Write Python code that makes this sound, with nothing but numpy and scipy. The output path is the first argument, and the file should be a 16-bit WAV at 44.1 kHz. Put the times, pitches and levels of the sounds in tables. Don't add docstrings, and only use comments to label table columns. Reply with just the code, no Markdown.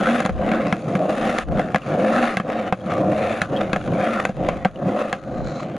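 import sys
import numpy as np
from scipy import signal
from scipy.fft import rfft, irfft, next_fast_len
from scipy.io import wavfile
from scipy.ndimage import uniform_filter1d, map_coordinates

SR = 44100
rng = np.random.default_rng(int(sys.argv[2]) if len(sys.argv) > 2 else 0)


def store_pcm(level_fs):
    pcm = np.round(np.clip(level_fs, -1, 1) * 32767).astype(np.int16)
    wavfile.write(sys.argv[1], SR, np.atleast_2d(pcm).T)


N = 254889


def amp(db):
    return 10 ** (np.asarray(db) / 20)


def unit(x):
    return x / np.sqrt(np.mean(x ** 2) + 1e-20)


def along(points, hz):
    f, v = np.transpose(points)
    return np.interp(np.log(hz + 1), np.log(f + 1), v)


def wobble(rate):
    return map_coordinates(rng.standard_normal(int(N * rate / SR) + 4), [np.arange(N) * rate / SR])


def swells(rows):
    t = np.arange(N) / SR
    return sum(amp(db - 20 * np.maximum((s - t) / rise, (t - s) / fall)) for s, db, rise, fall in rows)


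def grains(rate, spread_db):
    size = (rng.random(N) < rate / SR) * amp(spread_db * np.clip(rng.standard_normal(N), -2, 2))
    return unit(size * rng.choice([-1, 1], (2, N)))


def filtered(x, response):
    m = next_fast_len(N + SR // 2, True)
    return irfft(rfft(x, m) * response(np.fft.rfftfreq(m, 1 / SR)), m)[..., :N]


def coloured(x, spectrum, size=4096):
    cepstrum = irfft(np.log(amp(along(spectrum, np.fft.rfftfreq(size, 1 / SR)))))
    cepstrum[1:size // 2] *= 2
    cepstrum[size // 2 + 1:] = 0
    kernel = irfft(np.exp(rfft(cepstrum)))
    return signal.oaconvolve(x, kernel[None] / np.linalg.norm(kernel), axes=1)[:, :N]


def resonated(x, modes, cutoff_hz, order):
    def response(hz):
        peaks = sum((-1) ** k * amp(db) * 1j * hz * width / (centre ** 2 - hz ** 2 + 1j * hz * width)
                    for k, (centre, width, db) in enumerate(modes))
        return peaks / (1 + (hz / cutoff_hz) ** order)
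    return filtered(x, response)


def steadied(x):
    power = uniform_filter1d(uniform_filter1d(x[0] ** 2, size=2400), size=1600)
    return unit(x / np.sqrt(np.abs(power) + 0.13 * power.mean()))


def patchy(x, depth_db):
    spectra = signal.stft(x, nperseg=512)[2]
    drift = uniform_filter1d(rng.standard_normal(spectra.shape[1:]), size=3, axis=0)
    drift = uniform_filter1d(drift, size=18, axis=1, mode='wrap')
    return unit(signal.istft(spectra * amp(depth_db * unit(drift)), nperseg=512)[1][:, :N])


# frequency in Hz, relative level in dB.
WIND_SPECTRUM = [(15, -8), (36, -8), (70, 0), (100, -12.5), (180, -14), (600, -92)]
# peak time in seconds, level in dB, rise and fall in seconds.
GUSTS = [(.32, -23, 0.028, 0.25), (1.51, -22.5, 0.11, 0.13), (3.93, -39, 0.72, 0.15),
         (4.48, -31.5, 0.21, 0.31), (5.46, -27.5, 0.16, 0.05)]

def headwind(breeze_db=-53):
    eddies = rng.standard_normal((2, N)) + 0.25 * rng.standard_normal(N)
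    return (amp(breeze_db) + swells(GUSTS)) * steadied(coloured(eddies, WIND_SPECTRUM))


# start in seconds, pitch in Hz, level in dB.
PEBBLES = [(0.821, 4530, -45), (1.818, 2790, -32.5), (2.807, 3340, -39.5), (3.563, 3290, -24),
           (3.57, 3230, -24), (4.758, 2760, -34.5)]

def pebbles():
    t = np.arange(SR // 10) / SR
    pings = np.zeros((2, N + SR))
    for s, hz, db in PEBBLES:
        rough_phase = np.cumsum(rng.normal(0, .11, (2, len(t))), axis=1)
        envelope = amp(db - 60 * t / 0.032) * (1 - np.exp(-t / 0.0007))
        pings[:, round(s * SR):][:, :len(t)] += envelope * np.sin(2 * np.pi * hz * t + rough_phase)
    return pings[:, :N]


# frequency and width in Hz, relative level in dB.
WHEEL_MODES = [(4080, 280, 6), (5660, 350, -4.5), (6660, 480, -1)]
# peak time in seconds, level in dB, rise and fall in seconds.
SING_SWELLS = [(5.49, -53, .3, .2), (5.6, -49, .2, .1)]

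def wheel_sing(chatter_db):
    ring = resonated(grains(4000, spread_db=7), WHEEL_MODES, cutoff_hz=9000, order=6)
    return swells(SING_SWELLS) * amp(chatter_db) * unit(ring)


# frequency and width in Hz, relative level in dB.
FLEX_MODE = [(107.3, 14, 0)]
# peak time in seconds, level in dB, rise and fall in seconds.
FLEX_SWELL = [(3.1, -34.5, 0.53, 1)]

def deck_flex(shake, deck_db):
    level = swells(FLEX_SWELL) + amp(deck_db - 33)
    return level * steadied(resonated(shake, FLEX_MODE, cutoff_hz=220, order=4))


# frequency in Hz, relative level in dB.
SAND_SPECTRUM = [(5000, -32), (8300, -11), (9200, -6.5), (10000, -1.5), (11500, -26), (14300, -25),
                 (16000, -32)]

def sand_spray(level_db):
    return amp(level_db) * unit(coloured(grains(9000, spread_db=4), SAND_SPECTRUM))


# frequency in Hz, relative level in dB.
GRIT_SPECTRUM = [(1500, -54), (3300, 10.5), (4100, 6), (5300, -2.5), (6700, 7), (8200, -13.5), (9400, 3.5),
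                 (10300, -7.5), (11600, -28.5), (14300, -25), (16000, -45)]

def grit_crunch(level_db):
    return amp(level_db) * patchy(coloured(grains(12000, spread_db=6.4), GRIT_SPECTRUM), depth_db=0)


# frequency and width in Hz, relative level in dB.
SKID_MODES = [(1780, 186, -0.5), (2690, 194, -5), (3600, 220, -10.5)]

def wheel_skid(level_db):
    slide = resonated(grains(3000, spread_db=1.4), SKID_MODES, cutoff_hz=6000, order=4)
    return amp(level_db) * unit(slide)


# frequency in Hz, relative level in dB.
SCRUB_SPECTRUM = [(200, -10), (400, -22), (780, 6), (890, -16), (1020, -2.5), (1250, 3), (1650, -2.5),
                  (1950, -7), (2600, -8.5), (3050, -15), (3900, -21), (5000, -27.5), (8000, -34.5),
                  (16000, -56.5)]

def wheel_scrub(level_db):
    return amp(level_db) * patchy(coloured(grains(3500, spread_db=5.7), SCRUB_SPECTRUM), depth_db=3)


def stones(scrub_db):
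    ticks = coloured(grains(30, spread_db=6), SCRUB_SPECTRUM)
    brightened = filtered(ticks, lambda hz: 1 + 1j * hz / 2600)
    return amp(0.52 * (scrub_db + 34.5) - 47.5) * unit(brightened)


# frequency and width in Hz, relative level in dB.
DECK_MODES = [(303, 43, -5.5), (524.2, 39.2, 0.5), (618, 67, -3), (721, 51, -2.5), (1170, 294, -19.5)]

def deck_drumming(deck_db, road_db, growl_from_db=-22.5, growl_range_db=3.5):
    narrow_modes = [(hz, width / 2, db) for hz, width, db in DECK_MODES]
    drum = steadied(resonated(grains(1800, spread_db=1.64), DECK_MODES, cutoff_hz=1500, order=2))
    growl = steadied(resonated(grains(1800, spread_db=4.1), narrow_modes, cutoff_hz=1200, order=2))
    pressed = np.clip((deck_db - growl_from_db) / growl_range_db, 0, 1)
    return amp(deck_db + road_db) * (np.sqrt(1 - pressed) * drum + np.sqrt(pressed) * growl)


# frequency in Hz, relative level in dB, seconds to fall 60 dB.
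TRUCK_MODES = [(1060, 0, 0.041), (1320, -20, 0.12), (1470, -17, 0.0077), (1615, 3, 0.051),
               (2048, 11, 0.012), (2180, -6.5, 0.046), (2610, -9, 0.064), (3256, -9, 0.037),
               (3930, -21, 0.031)]
# start in seconds, then
# relative levels in dB of truck clack, wheel thump, deck ring and grit tick.
KNOCKS = [(0.2027, -14.5, -18, -19, -26), (0.251, -17, -11.5, -17, -28.5), (.2605, -15, -38, -12, -26),
          (0.2931, -20, -17, -12.5, -40), (0.516, -15, -17, -30, -34), (0.7257, -13, -10.5, -11.5, -27.5),
          (0.9522, -17, -10.5, -19, -35), (1.385, -14.5, -30, -12.5, -21.5), (1.524, -54, -20, -30, -22),
          (1.5942, -16.5, -37, -9.5, -36), (1.7454, -11, -11.5, -9, -37), (1.759, -13, -15, -12, -27.5),
          (2.3699, -11.5, -15.5, -15, -23), (2.399, -16.5, -15, -14.5, -40), (2.500, -20.5, -22, -11, -42),
          (2.7247, -13, -13.5, -7.5, -34.5), (2.86, -29, -14.5, -27, -36), (3.417, -11, -20, -14, -20),
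          (3.731, -9.5, -13.5, -11, -26.5), (3.7608, -16.5, -16, -9, -33), (3.876, -23, -18, -18, -46),
          (4.2518, -12, -25, -11.5, -22.5), (4.292, -29, -15, -11.5, -35), (4.487, -14, -44, -14, -31.5),
          (4.6485, -13.5, -20, -14, -31), (4.654, -16, -10.5, -6, -44),
          (5.1279, -10.5, -22.5, -15.5, -28.5)]

def knocks(thump_hz=192, hollow_hz=745):
    t = np.arange(SR // 4) / SR
    rings, cracks, ticks = np.zeros((3, 2, N + SR))
    fade = lambda t60: amp(-60 * t / t60)
    tone = lambda hz, phase=0: np.sin(2 * np.pi * hz * t + phase)
    scatter_db = lambda: rng.uniform(-2.5, 2.5)
    thump = tone(thump_hz) * fade(0.059) * (1 - np.exp(-t / 0.0023))
    burst = np.exp(-(t / 0.0023) ** 2)
    buzz = amp(-12) * fade(.1)
    for s, clack_db, thump_db, deck_db, tick_db in KNOCKS:
        span = slice(round(s * SR), round(s * SR) + len(t))
        contact = 1 - np.exp(-t * amp(clack_db + 12) / 0.00033)
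        wood = sum(amp(db + scatter_db()) * (hz / 600) ** 1.17
                   * tone(hz, rng.normal(0, 1)) * np.exp(-np.pi * width * t)
                   for hz, width, db in DECK_MODES)
        hollow = amp(2.1 * deck_db + 3) * tone(hollow_hz) * fade(0.047)
        rings[0, span] += contact * (amp(thump_db + 5) * thump + amp(deck_db - 5) * wood + hollow)
        for hz, db, t60 in TRUCK_MODES:
            strength = rng.choice([-1, 1], (2, 1)) * amp(clack_db - 10.5 + db + scatter_db())
            rings[:, span] += contact * strength * tone(hz * (1 + rng.normal(0, 0.031))) * fade(t60)
        crack, tick = contact * rng.standard_normal((2, 2, len(t)))
        cracks[:, span] += amp(clack_db - 1.5) * crack * (burst + buzz)
        ticks[:, span] += amp(tick_db - 2.5) * tick * (burst + .5 * buzz)
    return rings[:, :N] + coloured(cracks, SCRUB_SPECTRUM) + coloured(ticks, GRIT_SPECTRUM)


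def wheel_bounce(shake, pitch_hz, load):
    carrier = np.exp(2j * np.pi * np.cumsum(pitch_hz) / SR)

    def ring(width_hz):
        motion = carrier * signal.lfilter([1], [1, -np.exp(-np.pi * width_hz / SR)], shake / carrier)
        radiation = lambda hz: hz ** 6 / (hz ** 6 + 118 ** 6) / (1 + 1j * hz / 600)
        return steadied(filtered(motion.imag, radiation))

    return unit(load * ring(width_hz=10.5) + (1 - load) * ring(width_hz=190))


# start, peak of the rider's
# weight and peak of the sideways bite in seconds, hold (1 lets go evenly, 4 late), coasting offset in dB,
# top bounce pitch in Hz, then peak levels in dB of bounce, drumming, scrub and grit.
CARVES = [(-.17, 0.123, .16, 1.36, 12, 242, -21.5, -21, -25, -47),
          (0.334, 0.482, .52, 2.04, 1, 227.6, -23.5, -21, -30.5, -59),
          (0.8, 1.044, 1.32, 8.6, 7.5, 237, -28.5, -24.5, -28, -50),
          (1.449, 1.59, 1.61, 0.86, -4, 206, -20, -23, -32, -58),
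          (1.831, 2.064, 2.2, 2.7, 0.5, 240, -22.5, -19.5, -24.5, -48),
          (2.425, 2.527, 2.54, 2.53, -1, 228, -27.5, -24, -31.5, -61.5),
          (2.757, 3.107, 3.33, 3.7, -2, 226, -30, -21.5, -29, -52.5),
          (3.479, 3.57, 3.59, 0.94, 2.5, 216, -25, -21.5, -33.5, -57.5),
          (3.85, 3.993, 4.1, 2.2, 7.5, 222.5, -23.5, -22.5, -29.5, -52),
          (4.344, 4.453, 4.49, 1.13, -1.5, 189, -24.5, -23, -34.5, -59),
          (4.725, 4.943, 5.02, 1.62, -4.5, 222, -29.5, -22, -34.5, -56.5),
          (5.22, 5.405, 5.55, 0.62, -1, 170, -27.5, -28.5, -40, -68.5)]
# centre and half length in
# seconds, then the change of each of the three in dB.
SURGES_AND_DIPS = [(0.13, 0.022, 5, -2.5, -1), (.67, 0.014, 5.5, 2.5, 7.5), (0.892, .04, 6.5, 0.5, 3),
                   (1.024, 0.043, 2.5, 4, -5), (1.098, 0.01, 0, 7, 5), (1.27, 0.063, 5, 1, 1.5),
                   (1.872, 0.057, 3.5, 2, 11), (2.166, 0.028, 6, -1.5, 1), (2.242, .025, 4, 1, 1.5),
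                   (2.679, 0.017, -2, 5, 8), (2.933, 0.069, 2, 0, 12), (3.076, 0.085, 8, 2, -3.5),
                   (3.616, 0.0078, -3, 3.5, 15), (3.92, 0.028, 6, 0, 0.5), (4.056, 0.018, -6.5, 6, 3.5),
                   (4.201, 0.005, -1, 0.5, 13), (4.87, 0.056, 11, -2, 4.5), (4.999, 0.019, -6, 2, 8),
                   (5.36, 0.081, -1.5, -1, 0.5), (5.601, 0.0125, -8, -5, 8.5)]

def carving(last_end_s=8.34, unloaded_hz=156.5, grit_share=0.45):
    t = np.arange(N) / SR
    table = np.array(CARVES)
    starts, offsets_db = table[:, 0], table[:, 4]
    now = np.searchsorted(starts, t) - 1
    start, weight_s, bite_s, hold, _, top_hz, *peaks_db = table.T[:, now]
    end = np.append(starts[1:], last_end_s)[now]

    def arch(peak_s, rise):
        to_build = np.clip((peak_s - t) / (peak_s - start), 0, 1) ** rise
        released = np.clip((t - peak_s) / (end - peak_s), 0, 1) ** hold
        return 1 - to_build - released

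    weight, bite = arch(weight_s, rise=3.1), arch(bite_s, rise=1.54)
    effort = np.array([weight, weight, bite, bite])
    coast_db = np.add.outer((-41, -42.5, -49.5, -62.5), np.interp(t, starts, offsets_db))
    change_db = sum(np.outer([hum, drum, scrub, grit_share * scrub], np.exp(-((t - s) / half) ** 2))
                    for s, half, hum, drum, scrub in SURGES_AND_DIPS)
    levels_db = (1 - effort) * coast_db + effort * np.array(peaks_db) + change_db
    pitch_hz = unloaded_hz + (top_hz - unloaded_hz) * bite ** 1.7
    return levels_db, pitch_hz


def rolling():
    (bounce_db, deck_db, scrub_db, grit_db), pitch_hz = carving()
    road_db = 1.1 * wobble(70)
    chatter_db = 2 * wobble(220)
    load = np.clip((pitch_hz - 165) / 55, 0, 1)
    shake = grains(1500, spread_db=0.83)
    hum = amp(bounce_db + road_db) * wheel_bounce(shake, pitch_hz, load)
    drum = deck_drumming(deck_db, road_db)
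    scrub = wheel_scrub(scrub_db + road_db + chatter_db)
    grit = grit_crunch(grit_db + road_db + chatter_db)
    skid = load * wheel_skid(scrub_db - 10.5 + chatter_db)
    spray = load * sand_spray(grit_db - 7 + 1.1 * chatter_db)
    sing = wheel_sing(chatter_db)
    return hum + deck_flex(shake, deck_db) + drum + scrub + grit + skid + spray + sing + stones(scrub_db)


# frequency in Hz, left-right likeness from 0 to 1.
PORT_LIKENESS = [(60, 1), (150, 1), (320, 1), (720, .98), (950, 0.76), (1500, 0.85), (4000, 0.99),
                 (5300, 0.72), (6800, 0.73), (8200, 0.15), (9300, 0.013), (11000, 0.2)]
# frequency in Hz, left minus right in dB.
PORT_BALANCE = [(80, -.5), (180, -.1), (550, .3), (1050, 1.9), (1400, .7), (1950, 3.5), (2500, 1),
                (5200, -1), (6800, 2.5), (8200, 0), (9200, -6), (11000, -5), (12000, 0), (14500, -4)]

def scene():
    def mid_side_gains(hz):
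        angle = np.arccos(np.clip(along(PORT_LIKENESS, hz), -1, 1)) / 2
        return np.array([np.cos(angle), np.sin(angle)])

    mid, side = filtered(rolling() + knocks() + pebbles(), mid_side_gains)
    ports = np.array([mid + side, mid - side])
    board = filtered(ports, lambda hz: amp(np.outer([.5, -.5], along(PORT_BALANCE, hz))))
    return board + headwind()


def record(dry):
    ceiling, top_hz = .8, 15600
    rounded = dry / (1 + np.abs(dry / ceiling) ** 6) ** (1 / 6)
    return filtered(rounded, lambda hz: hz < top_hz)


dry = scene()
out = record(dry)
store_pcm(out)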